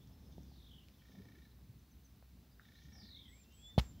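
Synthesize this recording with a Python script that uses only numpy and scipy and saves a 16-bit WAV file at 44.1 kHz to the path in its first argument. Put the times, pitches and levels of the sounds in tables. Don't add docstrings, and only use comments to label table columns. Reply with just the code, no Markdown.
import sys
import numpy as np
from scipy import signal
from scipy.fft import rfft, irfft, next_fast_len
from scipy.io import wavfile
from scipy.ndimage import map_coordinates

SR = 44100
rng = np.random.default_rng(int(sys.argv[2]) if len(sys.argv) > 2 else 0)


def master_out(mix):
    frames = np.transpose(np.atleast_2d(mix))
    ceiling = np.clip(frames, -1, 1)
    pcm = np.round(ceiling * 32767).astype(np.int16)
    wavfile.write(sys.argv[1], SR, pcm)


N = 176400
TIME_S = np.arange(N) / SR


def amp(db):
    return 10 ** (np.asarray(db) / 20)


def unit(x):
    return x / np.sqrt(np.mean(x ** 2) + 1e-20)


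def along(points, hz):
    freq_hz, values = np.transpose(points)
    return np.interp(np.log(hz + 1), np.log(freq_hz + 1), values)


def curves(rows, t):
    time_s, *columns = np.transpose(rows)
    return [np.interp(t, time_s, column) for column in columns]


def clock(length_s):
    return np.arange(int(length_s * SR)) / SR


def wobble(rate_hz, size=N):
    return map_coordinates(rng.standard_normal(N // 20), [np.arange(size) * rate_hz / SR])


def filtered(x, response):
    size = next_fast_len(N + SR // 2)
    return irfft(rfft(x, size) * response(np.fft.rfftfreq(size, 1 / SR)), size)[..., :N]


def noise(colour):
    return unit(filtered(rng.standard_normal(N), lambda hz: amp(along(colour, hz))))


def add(out, start_s, x):
    part = out[max(0, round(start_s * SR)):][:len(x)]
    part += x[:len(part)]


def tone(hz):
    return np.sqrt(2) * np.sin(2 * np.pi * np.cumsum(hz) / SR)


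def struck(colour, size=16384):
    cepstrum = irfft(np.log(amp(along(colour, np.fft.rfftfreq(size, 1 / SR)))))
    cepstrum[1:size // 2] *= 2
    cepstrum[size // 2 + 1:] = 0
    return irfft(np.exp(rfft(cepstrum)))


def knocks(rows):
    out, t = np.zeros(N), clock(1 / 8)
    for start_s, pitch_hz, swell_s, level_db in rows:
        u = t / swell_s
        envelope = amp(level_db) * (u * np.exp(1 - u)) ** 3
        add(out, start_s, envelope * np.sin(2 * np.pi * pitch_hz * t))
    return out


def meadow(x, wet_db):
    t = clock(.6)

    def tail(t60_s):
        envelope = amp(-60 * t / t60_s) * (1 - np.exp(-t / .01))
        return unit(rng.standard_normal(len(t)) * envelope) / np.sqrt(len(t))

    scatter = amp(-5.5) * tail(t60_s=.099)
    echo = amp(-7) * tail(t60_s=.46)
    return x + amp(wet_db) * signal.fftconvolve(x, scatter + echo)[:len(x)]


def rumble():
    # freq_hz, gain_db
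    colour = [(15, -45), (25, -21.5), (45, -7), (65, 1.5), (92, -2.5), (186, -7), (244, -8.5), (330, -18),
              (401, -23), (445, -24.5), (619, -33), (786, -35.5), (900, -33), (1170, -61), (1980, -120)]
    # time_s, relative_db
    contour = [(0.0, -56.5), (0.32, -61.5), (0.36, -58.5), (1.03, -63.5), (1.21, -57), (1.3, -61.5),
               (1.67, -66.5), (1.7, -63), (1.72, -63.5), (2.3, -66), (2.41, -61.5), (2.6, -67.5),
               (3.04, -60.5), (3.48, -65.5), (3.71, -64.5), (3.75, -58.5)]
    drone_hz, drone_db = 62.6, -65
    low = amp(curves(contour, TIME_S)[0] + .5 + 1.53 * wobble(17)) * noise(colour)
    drone = amp(drone_db + 2.5 * wobble(11)) * tone(drone_hz + 3.47 * wobble(12))
    return low + drone


def rustle():
    # time_s, relative_db
    contour = [(0.0, -77), (0.08, -73), (0.31, -72.5), (0.59, -80), (0.87, -78), (1.26, -73.5),
               (1.42, -77.5), (1.83, -81), (2.51, -79), (3.08, -77.5), (3.3, -81.5), (3.48, -79),
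               (3.75, -75)]
    # freq_hz, gain_db
    colour = [(150, -30), (380, -1), (560, -3.5), (800, -7.5), (1300, -15), (2500, -36.5)]
    return amp(curves(contour, TIME_S)[0] - 3.5 + 2.4 * wobble(40)) * noise(colour)


def chorus():
    # time_s, relative_db
    contour = [(0, -85), (.5, -81), (.9, -86), (1.1, -78.5), (1.45, -86.5), (1.65, -93), (2.55, -92),
               (2.65, -84), (2.86, -76), (2.95, -81.5), (3.4, -81.5), (4, -83.5)]
    # freq_hz, gain_db
    colour = [(2000, -45), (3000, -4), (3600, 1.5), (4400, -8.5), (5100, -1), (6500, -6), (7500, -33)]
    return amp(curves(contour, TIME_S)[0] + 1.5 + 1.4 * wobble(50)) * noise(colour)


def hiss(level_db=-72.5):
    # freq_hz, gain_db
    colour = [(410, -40), (700, -4), (777, -4.5), (919, -8), (1070, -3.5), (1180, -6), (1810, -5.5),
              (1950, -6), (2250, -7), (2530, -6.5), (3330, -8), (3890, -5.5), (6280, -11), (9160, -14),
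              (15600, -6)]
    # freq_hz, correlation
    likeness = [(1000, 0.93), (4000, 1), (6500, 0.66), (9000, 0.24), (15000, 0.74)]

    def mid_side_gains(hz):
        angle_rad = np.arccos(np.clip(along(likeness, hz), -1, 1)) / 2
        return np.array([np.cos(angle_rad), np.sin(angle_rad)])

    mid, side = filtered(np.array([noise(colour), noise(colour)]), mid_side_gains)
    return amp(level_db) * np.array([mid + side, mid - side])


def chirps(rough_hz=130):
    # start_s, length_s, first_hz, last_hz, level_db
    glides = [(0, 0.045, 3380, 3600, -76), (.12, 0.028, 5200, 5300, -77.5), (.255, .03, 5050, 5400, -77),
              (.31, 0.031, 3700, 3540, -78), (0.316, .018, 6600, 5860, -78.5),
              (0.932, 0.023, 3850, 3320, -77), (.97, 0.065, 3230, 3060, -78),
              (1.413, 0.063, 3720, 4030, -76.5), (1.504, 0.025, 4270, 3780, -77.5),
              (1.786, .02, 6500, 5700, -80), (1.907, .028, 6500, 5750, -76),
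              (2.042, 0.029, 6550, 5650, -71), (2.503, 0.042, 5000, 4800, -79),
              (2.6, 0.099, 3930, 3360, -76.5), (2.728, 0.076, 3310, 4450, -71),
              (2.766, .05, 3400, 3900, -76), (2.91, .13, 780, 797, -75.5), (3.0, .1, 3700, 3500, -72),
              (3.56, .08, 2520, 2670, -80.5), (3.679, 0.06, 2070, 1800, -78.5)]
    out = np.zeros(N)
    for start_s, length_s, first_hz, last_hz, level_db in glides:
        u = clock(length_s) / length_s
        pitch_hz = first_hz + (last_hz - first_hz) * u + rough_hz * wobble(500, len(u))
        add(out, start_s, amp(level_db) * np.sin(np.pi * u) * tone(pitch_hz))
    return out


def grass_ticks():
    # start_s, pitch_hz, swell_s, level_db
    ticks = [(.074, 5700, .0004, -61), (.433, 6200, .0004, -60.5), (.885, 2500, 0.00054, -56),
             (.8853, 4700, 0.0002, -52.5), (2.2261, 1500, .0004, -61), (2.5961, 1580, 0.00092, -47.5),
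             (2.803, 5200, .0003, -62), (2.838, 6100, 0.00037, -58.5), (3.524, 6100, .0004, -62)]
    return knocks(ticks)


def camera_taps():
    # start_s, pitch_hz, swell_s, level_db
    taps = [(.3808, 280, 0.0013, -42.5), (.3812, 604, 0.0014, -52.5), (.515, 800, 0.0025, -63.5),
            (1.15, 705, 0.002, -61.5), (1.172, 193, 0.01, -50), (1.193, 197, 0.01, -52),
            (1.197, 401, 0.0074, -57.5), (1.375, 362, .006, -60), (1.69, 115, 0.01, -47),
            (1.753, 130, 0.0085, -51.5), (2.2257, 600, 0.00085, -54), (2.843, 148, .014, -54.5),
            (3.01, 209.7, .025, -57)]
    return knocks(taps)


def trill(contour, start_s, gap_s, count):
    syllable_s, slowing_s, jitter_s, rough_hz = .021, .00023, .0007, 70
    out = np.zeros(N)
    u = clock(syllable_s) / syllable_s
    flick = u ** 3 + u / 2
    flick -= flick[len(u) // 2]
    for k in range(count):
        centre_s = start_s + gap_s * k + slowing_s * k * k + jitter_s * rng.normal()
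        centre_hz, sweep_hz, level_db = curves(contour, centre_s)
        pitch_hz = centre_hz + sweep_hz * flick + rough_hz * wobble(725, len(u))
        syllable = amp(level_db - .5 + rng.normal()) * np.sin(np.pi * u) * tone(pitch_hz)
        add(out, centre_s - syllable_s / 2, meadow(np.pad(syllable, (0, SR // 3)), wet_db=1))
    return out


def songbird():
    # time_s, pitch_hz, sweep_scale_hz, relative_db
    far = [(.46, 5100, 1000, -82), (.55, 4100, 900, -73.5), (.615, 3680, 800, -69), (.68, 3460, 950, -68.5),
           (.725, 3187, 750, -65), (.79, 3080, 650, -65.5), (.825, 2870, 500, -76)]
    # time_s, pitch_hz, sweep_scale_hz, relative_db
    near = [(2.93, 5700, 500, -66), (2.96, 5380, 750, -66), (3.003, 4940, 1000, -64),
            (3.035, 4350, 1420, -63.5), (3.08, 4170, 1200, -63), (3.112, 3940, 650, -58),
            (3.19, 3510, 560, -57.5), (3.245, 3360, 604, -62.5), (3.29, 3235, 550, -66.5)]
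    first = trill(far, start_s=.468, gap_s=.018, count=18)
    second = trill(near, start_s=2.936, gap_s=.0153, count=19)
    return first + second


def rattles(burst_gap_s=.03335, click_gap_s=.0022, clicks=5):
    # start_s, length_s, relative_db
    calls = [(1.017, .45, -60.5), (2.651, .45, -60)]
    # freq_hz, gain_db
    throat = [(900, -40), (1350, -14.5), (1650, -2), (1830, 2), (2050, 0), (2280, -5.5), (2700, -22),
              (3300, -10.5), (3900, -6), (4500, -20.5), (5500, -16), (6500, -19.5), (8000, -46)]
    out, click = np.zeros(N), struck(throat, size=1024)
    click /= np.abs(click).max()
    for start_s, length_s, level_db in calls:
        for burst_s in np.arange(start_s, start_s + length_s, burst_gap_s):
            gap_s = click_gap_s * (1 + .018 * rng.normal())
            for k in range(clicks):
                gain = amp(level_db + 2.2 * rng.normal()) * np.sin(np.pi * (k + .5) / clicks)
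                add(out, burst_s + k * gap_s, gain * click)
    return out


def climbing_whistle(flutter_db=2, waver_hz=22):
    # time_s, pitch_hz, level_db
    notes = [
        [(3.11, 2020, -82), (3.15, 2114, -76), (3.22, 2355, -80)],
        [(3.245, 2170, -77), (3.3, 1935, -75.5), (3.335, 2150, -74), (3.37, 2320, -77.5), (3.415, 2490, -77)],
        [(3.44, 2680, -87), (3.51, 2760, -77), (3.55, 2800, -82)],
        [(3.5, 2980, -79), (3.57, 3170, -77), (3.615, 3340, -72), (3.636, 3386, -61.5), (3.68, 3480, -62),
         (3.72, 3560, -64), (3.76, 3500, -70), (3.79, 3530, -75)],
        [(3.93, 3050, -85), (3.975, 3130, -83), (4, 3200, -77)],
    ]
    out = np.zeros(N)
    for note in notes:
        start_s, end_s = note[0][0], note[-1][0]
        t = start_s + clock(end_s - start_s)
        pitch_hz, level_db = curves(note, t)
        envelope = amp(level_db + flutter_db * wobble(43.7, len(t))) * signal.windows.tukey(len(t), .15)
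        add(out, start_s, envelope * tone(pitch_hz + waver_hz * wobble(117.5, len(t))))
    return out


def thin_whistles(waver_hz=24, swell_db=4.4):
    # start_s, length_s, first_hz, last_hz, relative_db
    notes = [(3.278, 0.17, 8020, 7280, -68), (3.524, 0.19, 7930, 7260, -66), (3.776, .155, 7730, 7230, -66)]
    out = np.zeros(N)
    for start_s, length_s, first_hz, last_hz, level_db in notes:
        u = clock(length_s) / length_s
        pitch_hz = last_hz + (first_hz - last_hz) * (1 - u) ** 1.3 + waver_hz * wobble(70, len(u))
        envelope = amp(level_db + swell_db * (u - 2)) * signal.windows.tukey(len(u), .2)
        add(out, start_s, envelope * tone(pitch_hz))
    return out


def camera_bump(start_s=3.7795):
    # freq_hz, gain_db
    thud_colour = [(22, -26), (35, -4), (45, 20.5), (62, 32), (80, 24.5), (125, 28.5), (215, 22.5),
                   (260, 11), (320, 8), (400, 10), (560, 13), (800, 11.5), (950, 1), (1300, -17.5),
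                   (2200, -27), (6000, -52)]
    # freq_hz, gain_db
    scrape_colour = [(530, -8.5), (900, -5.5), (1650, -12), (2860, -7), (3540, -0.5), (4330, -8.5),
                     (4660, -9.5), (5000, -11.5), (8650, -35.5), (10800, -23.5), (15500, -37)]
    # freq_hz, gain_db
    tail_colour = [(180, -28), (300, -2), (769, -1.5), (3750, -11.5), (7020, -11), (7500, -14), (8280, -25),
                   (15500, -18)]
    rise_s, scrape_s, release_s, sag_db_per_s, tail_t60_s = .0055, .02, .0036, 340, .28
    thud, t = np.zeros(N), np.maximum(TIME_S - start_s, 0)
    add(thud, start_s, struck(thud_colour))
    attack = np.sqrt(np.clip(t / rise_s, 0, 1))
    release = np.clip((scrape_s - t) / release_s + 1, 0, 1)
    scrape = attack * release * amp(-33.5 - sag_db_per_s * t + 2.3 * wobble(900)) * noise(scrape_colour)
    tail = np.clip(t / scrape_s, 0, 1) * amp(-51.5 - 60 * t / tail_t60_s) * noise(tail_colour)
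    return thud + scrape + tail


def scene():
    calls = songbird() + meadow(thin_whistles(), wet_db=-5) + meadow(climbing_whistle(), wet_db=-4)
    calls += meadow(chirps(), wet_db=-1) + meadow(rattles(), wet_db=-.5)
    contacts = camera_taps() + meadow(grass_ticks(), wet_db=-2.5) + camera_bump()
    return calls + contacts + rumble() + rustle() + chorus() + hiss()


def record(dry):
    low_cut_hz, top_hz = 28, 15750
    return filtered(dry, lambda hz: (hz < top_hz) * (1 - 1 / np.sqrt(1 + (hz / low_cut_hz) ** 12)))


dry = scene()
out = record(dry)
master_out(out)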